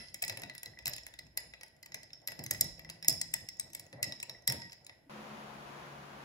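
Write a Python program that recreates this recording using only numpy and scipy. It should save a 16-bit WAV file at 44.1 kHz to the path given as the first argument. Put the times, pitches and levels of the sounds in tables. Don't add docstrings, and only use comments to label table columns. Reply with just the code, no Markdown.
import sys
import numpy as np
from scipy import signal
from scipy.fft import rfft, irfft, next_fast_len
from scipy.io import wavfile
from scipy.ndimage import map_coordinates

SR = 44100
rng = np.random.default_rng(int(sys.argv[2]) if len(sys.argv) > 2 else 0)


def dump_mix(stems):
    frames = np.atleast_2d(stems).T
    limited = np.clip(frames, -1, 1)
    pcm = np.round(limited * 32767).astype(np.int16)
    wavfile.write(sys.argv[1], SR, pcm)


N = 275303
LEAD = SR // 10
FAN_START_S = 5.095


def amp(db):
    return 10 ** (np.asarray(db) / 20)


def unit(x):
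    return x / np.sqrt(np.mean(x ** 2) + 1e-20)


def along(points, hz):
    f, value = np.transpose(points)
    return np.interp(np.log(hz + 1), np.log(f + 1), value)


def curves(rows):
    s, *columns = np.transpose(rows)
    return [np.interp(np.arange(N) / SR, s, column) for column in columns]


def wobble(knots_per_s):
    knots = rng.standard_normal(size=400)
    return map_coordinates(knots, [np.arange(N) * knots_per_s / SR], mode="mirror")


def filtered(x, response):
    m = next_fast_len(N + SR // 2)
    return irfft(rfft(x, m) * response(np.fft.rfftfreq(m, 1 / SR)), m)[..., :N]


def ports(x, left_lag_s):
    sides = np.array([[1], [-1]])
    return filtered(x, lambda hz: np.exp(-1j * np.pi * hz * left_lag_s * sides))


def rush(spectrum, alike):
    def response(hz):
        angle = np.arccos(np.clip(along(alike, hz), -1, 1)) / 2
        return amp(along(spectrum, hz)) * [np.cos(angle), np.sin(angle)]

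    mid, side = filtered(rng.standard_normal((2, N)), response)
    return unit(np.array([mid + side, mid - side]))


def notes(rows, t60_s, gain_db, lead, rise_s=0.00042):
    out, t = np.zeros(N + SR), np.arange(SR // 4) / SR
    for s, db, hz in rows:
        envelope = amp(db + gain_db - 60 * t / t60_s) * (1 - np.exp(-t / rise_s))
        out[lead + round(s * SR):][:len(t)] += envelope * np.sin(2 * np.pi * hz * t)
    return out


# f/Hz, level/dB, t60/s, left minus right/dB
GLASS_MODES = [(618, -6, 0.025, 9.5), (908, -7, 0.032, 4), (1948.4, -10.5, 0.073, 2.8),
               (2611, -6.5, 0.014, 13), (4040, -14, 0.028, -9), (4920, -17, 0.082, 7),
               (5154, -2, 0.022, -6), (5373, -6, 0.031, -5.5), (6210, -8, 0.016, -1.5),
               (7074, 2.5, 0.0092, -2), (7670, 2, 0.0078, -5), (8086, 3, 0.021, 4.5),
               (9900, -27.5, 0.0056, -18.5), (10113, 2.5, 0.0082, -1), (10930, -9.5, 0.013, -2.3),
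               (11990, 8.5, 0.0077, 0.2), (13500, -16.5, 0.013, 2), (15600, -9, 0.015, 0.5)]
# f/Hz, level/dB
CRACK_COLOUR = [(400, -11), (1400, -2.5), (2200, 8), (2650, -4), (3100, -2), (3800, -0.5), (6500, -6),
                (8800, -0.5), (12000, -19), (14000, 0.5), (16000, -38.5)]
FAMILY_HZ = [800, 2100, 4800, 7800, 12000]
FAVOUR_DB, FAVOUR_OCTAVES = 9.5, 0.031
OWN_DB, OWN_T60_S = -7.5, 0.014
BLOW, EDGE = 3072, 64


def clink(family_db, pitch_hz, scatter_db):
    def colour(f):
        octaves = np.log2((f + 1) / pitch_hz)
        favour = FAVOUR_DB * np.exp(-.5 * (octaves / FAVOUR_OCTAVES) ** 2)
        return along(list(zip(FAMILY_HZ, family_db)), f) + favour

    hz, db, t60, pan_db = np.transpose([*GLASS_MODES, (pitch_hz, OWN_DB, OWN_T60_S, 0)])
    t = np.arange(BLOW, dtype="float32") / SR
    size, detune, phase = rng.standard_normal(size=(3, len(hz)))
    level = amp(db + colour(hz) + scatter_db * size + np.outer([.5, -.5], pan_db))
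    turn = np.float32(2 * np.pi * hz * (1 + 0.007 * detune))[:, None]
    fade = np.float32(np.log(1000) / t60)[:, None]
    phase = np.float32(0.7 * phase)[:, None]
    rings = level @ (np.exp(-fade * t) * np.sin(turn * t + phase))
    rings *= 1 - np.exp(-t / 0.00074)
    burst = amp(-60 * t / 0.018) * (1 - np.exp(-t / 0.0011)) * rng.standard_normal(BLOW)
    f = np.fft.rfftfreq(BLOW, 1 / SR)
    crack_gain = amp(colour(f) + along(CRACK_COLOUR, f) + 9.0)
    crack = irfft(rfft(np.roll(burst, EDGE)) * crack_gain, BLOW)[EDGE:]
    return rings + np.pad(crack, (0, EDGE))


# t/s, strength/dB, extra body/dB, extra sharpness/dB, pitch that stands out/Hz
CLINKS = [(0.084, -41.5, -16, -18, 1950), (0.1433, -44, 5, 14, 5550), (0.2222, -29.5, -11, -3, 7990),
          (0.2256, -40, 4, 17, 7900), (0.2384, -27.5, -2.5, -16, 11500), (0.2485, -48.5, 5, 21, 2640),
          (0.2801, -36.5, -2, 6, 8050), (0.2968, -32, 4.5, 0, 5790), (0.323, -47.5, 6, 1, 4900),
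          (0.3727, -45, 12.5, 5, 10300), (0.419, -46, 5.5, 4, 11800), (0.4347, -40, 7.5, -2.5, 3830),
          (0.4972, -47.5, 14, -1, 4170), (0.5505, -49, 9, 5, 11760), (0.58, -41.5, -2.5, -0.5, 10040),
          (0.6317, -46.5, 4, 14.5, 11400), (0.659, -45.5, 4, 2, 6370), (0.7888, -48.5, 9.5, -2, 5500),
          (0.857, -29.5, -14, 4, 2610), (0.869, -28, -11, -1.5, 7530), (0.879, -40.5, 10.5, 14, 11970),
          (0.9347, -30, -14.5, -3, 1960), (0.9636, -41, -1.5, 4, 11060), (0.982, -45, 10, 0, 6950),
          (1.066, -50, 10, 10, 10230), (1.139, -53, 7.5, 2, 6900), (1.1906, -42, 0, 1.5, 3870),
          (1.3739, -31, 0, 5, 10310), (1.537, -47, 9.5, -9, 3890), (1.6109, -45.5, 2.5, -5, 10400),
          (1.6329, -49.5, 11.5, 7.5, 5780), (1.8288, -47.5, -3, 3, 4930), (1.86, -51.5, 8.5, 5, 4600),
          (1.92, -48, 5, -5, 6760), (1.9443, -39.5, 5.5, 5.5, 6050), (2.032, -43, -12, -3, 1920),
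          (2.1323, -42.5, -5, -7.5, 5320), (2.2748, -33, -9.5, 2.5, 12040), (2.284, -47, 14.5, 8.5, 4730),
          (2.319, -50, 13.5, 10.5, 5010), (2.392, -43.5, 3, 1, 5130), (2.4387, -44.5, -4.5, 11.5, 12400),
          (2.4629, -45.5, 6.5, 10.5, 6100), (2.51, -30.5, -0.5, 14, 6470), (2.529, -44.5, 1.5, -2.5, 5170),
          (2.5467, -46.5, 12, 6, 5040), (2.61, -21.5, -15.5, 8, 12400), (2.621, -41, -2.5, 1, 7000),
          (2.794, -44.5, 3, -9, 11910), (2.8474, -48.5, 4.5, -10.5, 5320), (2.8915, -51, 13, -11, 10150),
          (2.899, -40, -1.5, 8, 4680), (3.0265, -46, 7.5, 5, 5260), (3.0465, -43.5, 7, 5, 5110),
          (3.083, -23, -10, 17, 5254), (3.096, -32, -10.5, 12, 5130), (3.1255, -45.5, -17, 13.5, 8500),
          (3.2143, -28.5, -8.5, 5, 8160), (3.339, -29.5, -2, 8, 7770), (3.358, -44.5, -8, -7, 5120),
          (3.488, -35, -13, -1, 5300), (3.5972, -31, -12.5, 2, 8060), (3.733, -49, -4, 9.5, 6100),
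          (3.7494, -41, -0.5, 10.5, 7760), (3.796, -45.5, -1.5, 10.5, 8930), (3.928, -48, 10.5, -8, 10070),
          (4.0285, -25.5, -7, 2, 8030), (4.0413, -28.5, -21, -9, 1990), (4.1227, -39, 2, -6, 5260),
          (4.201, -39, -9, -3.5, 5470), (4.2281, -38, 1, 4.5, 7920), (4.2964, -41.5, -0.5, 1, 5340),
          (4.4763, -21.5, -9, 4, 11760), (4.4993, -36, 5, 8, 5420), (4.5227, -41.5, 7, 18.5, 4600),
          (4.619, -42, 2, -11, 5000), (4.697, -49.5, 0, -14, 5440), (4.7207, -44, -5, -7, 4980),
          (4.73, -43.5, -4, -4.5, 4760), (4.8474, -52.5, -22, -6.5, 7050), (4.8662, -46.5, -6, 2, 9950),
          (4.895, -49.5, 10.5, -13, 10000)]
EARLIER_CLINK = (-0.05, -24.5, 1.5, -4.5, 10200)
USUAL_DB = [-16, -1, -1.5, -0.5, -8]
BODY_SHARE = [0.85, 0.87, 0.17, 0, 0.17]
SHARP_SHARE = [0.15, 0.15, 0.096, 0.73, 0.98]
TICKS, STIR_END_S = 55, 4.85
TICK_DB, TICK_SPREAD_DB, TICK_COLOUR_DB = -63, 2.5, 5


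def ice():
    out = np.zeros((2, N + SR))

    def family(db, body, sharp):
        return db + np.add(USUAL_DB, body * np.array(BODY_SHARE) + sharp * np.array(SHARP_SHARE))

    def add(s, blow):
        out[:, LEAD + round(s * SR):][:, :BLOW] += blow

    for s, *strike, pitch_hz in [EARLIER_CLINK, *CLINKS]:
        # t/s, gain/dB, mode scatter/dB
        blows = [(s - .0035, -24, 5), (s - .0003, 2.2, 2.4)]
        for after, weaker in rng.exponential(size=(2, 2)):
            blows.append((s + 0.0054 + 0.018 * after, -13 - 6 * after - 4 * weaker, 5))
        for at, db, scatter_db in blows:
            add(at, amp(db) * clink(family(*strike), pitch_hz, scatter_db))
    for s in rng.uniform(0, STIR_END_S, size=TICKS):
        spread = [TICK_SPREAD_DB, TICK_COLOUR_DB, TICK_COLOUR_DB]
        size, body, sharp = rng.standard_normal(size=3) * spread
        pitch_hz = rng.uniform(2200, 7700)
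        add(s, clink(family(TICK_DB + size, body, sharp), pitch_hz, scatter_db=7.5))
    return out


# f/Hz, t60/s
ROOM_DECAY = [(500, 0.052), (2000, 0.45), (5000, 0.49), (10000, 0.38), (16000, 0.27)]
# f/Hz, level/dB
ROOM_COLOUR = [(500, 20), (1400, 1.5), (1790, 2), (1950, 1.5), (2130, -4.5), (2550, -2), (3100, -2),
               (4000, 0), (4500, -4), (5300, 3.5), (5900, -6.5), (7000, -6), (8100, -16.5), (10400, -2.5),
               (12000, -9.5), (16000, -4.5)]


def room(x):
    out, step = np.zeros((2, x.shape[1] + SR)), SR // 4
    for start in range(0, round(FAN_START_S * SR), step):
        hz, t, z = signal.stft(rng.standard_normal((2, SR // 2)), SR, nperseg=256)
        decay = amp(-60 * t / along(ROOM_DECAY, hz)[:, None])
        tail = signal.istft(z * decay, SR, nperseg=256)[1]
        tail *= 1 - np.exp(-np.arange(tail.shape[1]) / SR / 0.00098)
        wet = signal.fftconvolve(x[:, start:start + step], tail * amp(-37.0), axes=1)
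        out[:, start:][:, :wet.shape[1]] += wet
    return filtered(out[:, LEAD:LEAD + N], lambda hz: amp(along(ROOM_COLOUR, hz)))


# t/s, thud level/dB, liquid murmur level/dB, hold/s
THUDS = [(-.02, -57, -63.5, 0.02), (0.217, -59.5, -60, 0.19), (0.418, -53, -56, 0.017),
         (0.657, -59.5, -64, 0.046), (0.847, -56, -59, 0.063), (1.203, -64, -85, 0.03),
         (1.398, -90, -65.5, 0.028), (1.95, -68.5, -65.5, 0.052), (2.28, -64.5, -63.5, 0.076),
         (2.382, -48.5, -55, 0.016), (2.507, -53, -52, 0.031), (2.605, -50.5, -57, 0.027),
         (2.687, -67, -70, 0.31), (3.078, -44.5, -48.5, 0.018), (3.348, -62.5, -66.5, 0.074),
         (3.61, -64.5, -67.5, 0.24), (3.925, -56.5, -59, 0.19), (4.278, -62, -63, 0.039),
         (4.483, -48, -50.5, 0.054)]
THUD_ATTACK_S = 0.0075


def thudding(column, t60_s, rest_db):
    power = np.full(N, amp(rest_db) ** 2)
    for row in THUDS:
        onset_s, hold_s = row[0], row[-1]
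        start = max(round(onset_s * SR), 0)
        t = np.arange(start, min(start + SR, N)) / SR - onset_s
        decay = amp(row[column] - 60 * np.maximum(t - hold_s, 0) / t60_s)
        power[start:start + len(t)] += (np.clip(t / THUD_ATTACK_S, 0, 1) * decay) ** 2
    return np.sqrt(power)


# f/Hz, likeness [ratio]
NEAR_ALIKE = [(60, 0.89), (150, 0.95), (300, 0.66), (700, 0.22), (1500, 0.16)]
# t/s, level/dB
DEEP_LEVEL = [(0.0, -71), (0.69, -79), (0.86, -60.5), (1.11, -68), (2.23, -82), (2.71, -60), (3.06, -77),
              (3.09, -67), (3.7, -79.5), (4.01, -81), (4.34, -78), (4.49, -72), (4.85, -82), (5.09, -78)]
# f/Hz, relative level/dB per Hz
DEEP_SPECTRUM = [(25, -45.5), (42, -6.5), (60, 0.5), (85, -14), (120, -42), (400, -120)]
# f/Hz, relative level/dB per Hz
THUD_SPECTRUM = [(40, -49.5), (85, -5), (130, -2), (232, -10), (350, -11.5), (520, -45.5), (880, -120)]


def rumble():
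    deep_db, = curves(DEEP_LEVEL)
    thuds = thudding(column=1, t60_s=0.56, rest_db=-70.5) * amp(2.2 * wobble(25))
    return amp(deep_db) * rush(DEEP_SPECTRUM, NEAR_ALIKE) + thuds * rush(THUD_SPECTRUM, NEAR_ALIKE)


# f/Hz, relative level/dB per Hz
SLOSH_SPECTRUM = [(150, -35), (300, -11), (553, 0), (660, 1), (950, -9.5), (1200, -18.5), (2200, -15),
                  (3700, -120)]
# f/Hz, relative level/dB per Hz
SINGING_SPECTRUM = [(1800, -120), (1880, -20), (1950, -3), (2030, -17), (2120, -120)]


def murmur():
    level = thudding(column=2, t60_s=0.51, rest_db=-71.5) * amp(2.5 * wobble(30))
    singing = amp(-8.5) * rush(SINGING_SPECTRUM, NEAR_ALIKE)
    return level * (rush(SLOSH_SPECTRUM, NEAR_ALIKE) + singing)


# f/Hz, relative level/dB per Hz
HISS_SPECTRUM = [(1500, -4), (3000, -11.5), (6000, -22), (9000, -16.5), (13000, -14), (16500, -33)]


def hiss():
    return amp(-78.0) * rush([(900, -60), *HISS_SPECTRUM], NEAR_ALIKE)


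# t/s, relative level/dB, f/Hz of the short tone
WALL_HITS = [(0.2244, -59, 1920), (0.2987, -38.5, 1947), (0.3721, -49, 1840), (0.4204, -52, 2060),
             (0.4978, -38, 2010), (0.556, -49, 2000), (0.668, -48.5, 2006), (0.735, -53, 1940),
             (0.7731, -47, 1930), (0.8689, -36, 2026), (1.1912, -46.5, 2030), (1.3763, -44.5, 2104),
             (1.5369, -48, 2020), (1.8322, -48.5, 2040), (1.945, -42.5, 1986), (2.2757, -47.5, 1943),
             (2.5107, -37.5, 1885), (2.61, -39.5, 2015), (2.8489, -45, 1996), (3.0515, -45.5, 1990),
             (3.2141, -50, 1924), (3.3388, -45.5, 2060), (3.488, -46, 2045), (4.0362, -33.5, 2017),
             (4.3485, -48, 1983), (4.4772, -34, 2008)]
LONG_HZ, LONG_T60_S = 1960, 0.19


def wall():
    short = notes(WALL_HITS, t60_s=0.058, gain_db=-0.5, lead=LEAD)
    detune = 1 + .011 * rng.standard_normal(len(WALL_HITS))
    rows = [(s, db, LONG_HZ * k) for (s, db, _), k in zip(WALL_HITS, detune)]
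    long = notes(rows, LONG_T60_S, gain_db=-12, lead=LEAD)
    unsteady_level = np.pad(amp(3.5 * wobble(45)), (LEAD, SR - LEAD), mode="edge")
    return short, long * unsteady_level


# t/s, relative level/dB, f/Hz
CUBE_HITS = [(0.2248, -31, 2490), (0.296, -36, 3920), (0.4349, -49, 3800), (0.4986, -46, 2660),
             (0.6592, -39.5, 4060), (0.8579, -35, 4000), (1.1383, -49.5, 3650), (1.189, -40.5, 4100),
             (1.3735, -35, 4130), (1.8312, -51, 4150), (1.943, -41, 3900), (2.275, -44, 4240),
             (2.4638, -46, 4050), (2.5097, -38.5, 3800), (2.609, -31.5, 4004), (2.898, -46, 4050),
             (3.0834, -36, 4070), (3.2136, -40, 4260), (3.3378, -32.5, 2560), (3.487, -46, 2590),
             (3.5962, -55, 2480), (4.03, -37, 2500), (4.1225, -35, 3870), (4.2009, -44, 3840),
             (4.23, -35, 2530), (4.2953, -39, 4000), (4.4762, -38, 3940), (4.866, -49.5, 3970)]


def cubes():
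    return notes(CUBE_HITS, t60_s=0.02, gain_db=4.5, lead=LEAD)


# t/s, relative level/dB, f/Hz
GULPS = [(0.226, -44, 713), (0.296, -53, 802), (0.374, -48.5, 554), (0.438, -44.5, 697), (0.857, -48, 935),
         (1.377, -52, 888), (2.392, -49.5, 622), (2.513, -42.5, 574), (2.613, -49, 654),
         (3.086, -42.5, 651), (3.341, -50.5, 908), (3.933, -46, 541), (4.092, -43.5, 592),
         (4.231, -52.5, 960)]


def gulps():
    tones = notes(GULPS, t60_s=0.082, gain_db=-0.6, rise_s=0.0021, lead=0)[:N]
    return tones * amp([[2.2], [-2.2]])


# t/s, relative level/dB, f/Hz
BUMPS = [(0.302, -43, 107), (0.379, -49.5, 130.5), (0.469, -48.5, 135.7), (0.867, -45.5, 126),
         (1.224, -51.5, 153), (2.391, -42.5, 128.2), (2.516, -45, 96.9), (2.615, -40, 144),
         (3.088, -37, 134.2), (3.946, -46, 131.6), (4.008, -49, 105), (4.488, -35, 129.5)]


def bumps():
    tones = notes(BUMPS, t60_s=0.31, gain_db=-2.0, rise_s=0.01, lead=0)[:N]
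    return tones * amp(1.8 * wobble(22))


# t/s, relative level/dB, f/Hz
KNOCKS = [(0.436, -46.5, 266), (2.39, -42, 329), (2.429, -45, 306), (3.087, -41.5, 285),
          (3.939, -49.5, 293), (4.484, -39, 188), (5.066, -51, 282)]


def knocks():
    return notes(KNOCKS, t60_s=0.11, gain_db=-3.0, rise_s=.003, lead=0)[:N]


# t/s, relative level/dB, f/Hz
SNAPS = [(2.6098, -11.5, 7500), (2.6098, -11.5, 12100), (3.0832, -12.5, 6800), (3.0832, -13.5, 12000),
         (1.3742, -21, 12000)]


def snaps():
    return notes(SNAPS, t60_s=0.013, gain_db=0, lead=LEAD)


# start/s, end/s, f/Hz, level/dB
DRONE = (2.5, 3.5, 165, -59.5)


def drone():
    start, end, hz, db = DRONE
    t = np.arange(N) / SR
    progress = np.clip((t - start) / (end - start), 0, 1)
    swell = np.sqrt(np.clip(np.sin(np.pi * progress), 0, 1))
    phase = 2 * np.pi * hz * np.cumsum(1 + .02 * wobble(15.3)) / SR
    return amp(db + 2 * wobble(22)) * swell * np.sin(phase)


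# f/Hz, relative level/dB, t60/s, rise/s
STRAW_MODES = [(932, -4, 0.47, 0.029), (1915, 0, 0.46, .01), (5394, -2, 0.52, .003),
               (5400, 6.5, 0.17, 0.0033)]
LET_GO_S, LET_GO_DB = 4.478, -42.5


def straw():
    t = np.maximum(np.arange(N) / SR - LET_GO_S, 0)
    ring = np.zeros(N)
    for hz, db, t60, rise in STRAW_MODES:
        envelope = amp(db - 60 * t / t60 + 6.2 * wobble(27.13)) * (1 - np.exp(-t / rise))
        ring += envelope * np.sin(2 * np.pi * hz * t)
    return amp(LET_GO_DB) * ring


# f/Hz, relative level/dB per Hz
FAN_SPECTRUM = [(25, -30), (65, -14.5), (100, -21), (131, -11.5), (210, -4), (280, -10.5), (1030, -6.5),
                (3200, -19.5), (6900, -29.5), (10000, -31.5), (15200, -36), (16500, -50)]
# f/Hz, likeness [ratio]
FAN_ALIKE = [(60, 0.85), (200, 1), (600, 0.19), (2000, 0.18), (8000, 0.11)]
# f/Hz, left minus right/dB
FAN_PAN = [(60, 9), (180, 1), (550, 5), (1650, 1.5), (4970, 0), (15000, -0.5)]
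# t/s, order 2 relative level/dB, order 3 relative level/dB
HUM_LEVEL = [(5.1, -64, -56), (5.138, -65.5, -53), (5.876, -60, -61.5), (5.908, -60, -84),
             (5.978, -58.5, -61), (6.21, -63.5, -66), (6.24, -63, -81)]
MOTOR_ORDERS = [1, 5, 7, 8, 10]
MOTOR_DB = [-79, -71.5, -71, -70.5, -70]
FAN_DB, MOTOR_HZ = -50.0, 70.9


def fan():
    air = ports(rush(FAN_SPECTRUM, FAN_ALIKE), left_lag_s=0.00031)
    air = filtered(air, lambda hz: amp(along(FAN_PAN, hz) / 2 * np.array([[1], [-1]])))
    turn = 2 * np.pi * np.cumsum(MOTOR_HZ * (1 + 0.00389 * wobble(6))) / SR
    second_db, third_db = curves(HUM_LEVEL)
    hum = amp(second_db + 2.5) * np.sin(2 * turn) + amp(third_db + 2.5) * np.sin(3 * turn)
    for order, db in zip(MOTOR_ORDERS, MOTOR_DB):
        hum += amp(db + 4.5 + 3.5 * wobble(12)) * np.sin(order * turn)
    return amp(FAN_DB + .6 * wobble(5)) * air + hum


def scene():
    span = slice(LEAD, LEAD + N)
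    clinks, cube_notes = ice(), cubes()
    wall_short, wall_long = wall()
    wall_pair = (wall_short + wall_long) * amp([[.6], [-.6]])
    hits = (clinks + cube_notes + snaps())[:, span] + straw()
    direct = ports(hits, left_lag_s=-0.0001833) + ports(wall_pair[:, span], left_lag_s=-0.000083)
    wet = room(clinks + amp(-8.5) * cube_notes + amp(4.5) * wall_long)
    undertone = rumble() + murmur() + hiss() + gulps() + bumps() + knocks()
    near = direct + wet + undertone + drone()
    later = np.clip((np.arange(N) / SR - FAN_START_S) / 0.0018, 0, 1)
    return near * (1 - later) + fan() * later


# centre f/Hz, width/Hz, level/dB
DEAF_SPOTS = [(8540, 620, -9), (13250, 600, -11)]
TOP_HZ = 16900


def record(dry):
    def response(hz):
        dips_db = sum(db * np.exp(-.5 * ((hz - centre) / width) ** 2) for centre, width, db in DEAF_SPOTS)
        return (hz < TOP_HZ) * amp(dips_db)

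    return filtered(dry, response)


dry = scene()
out = record(dry)
dump_mix(out)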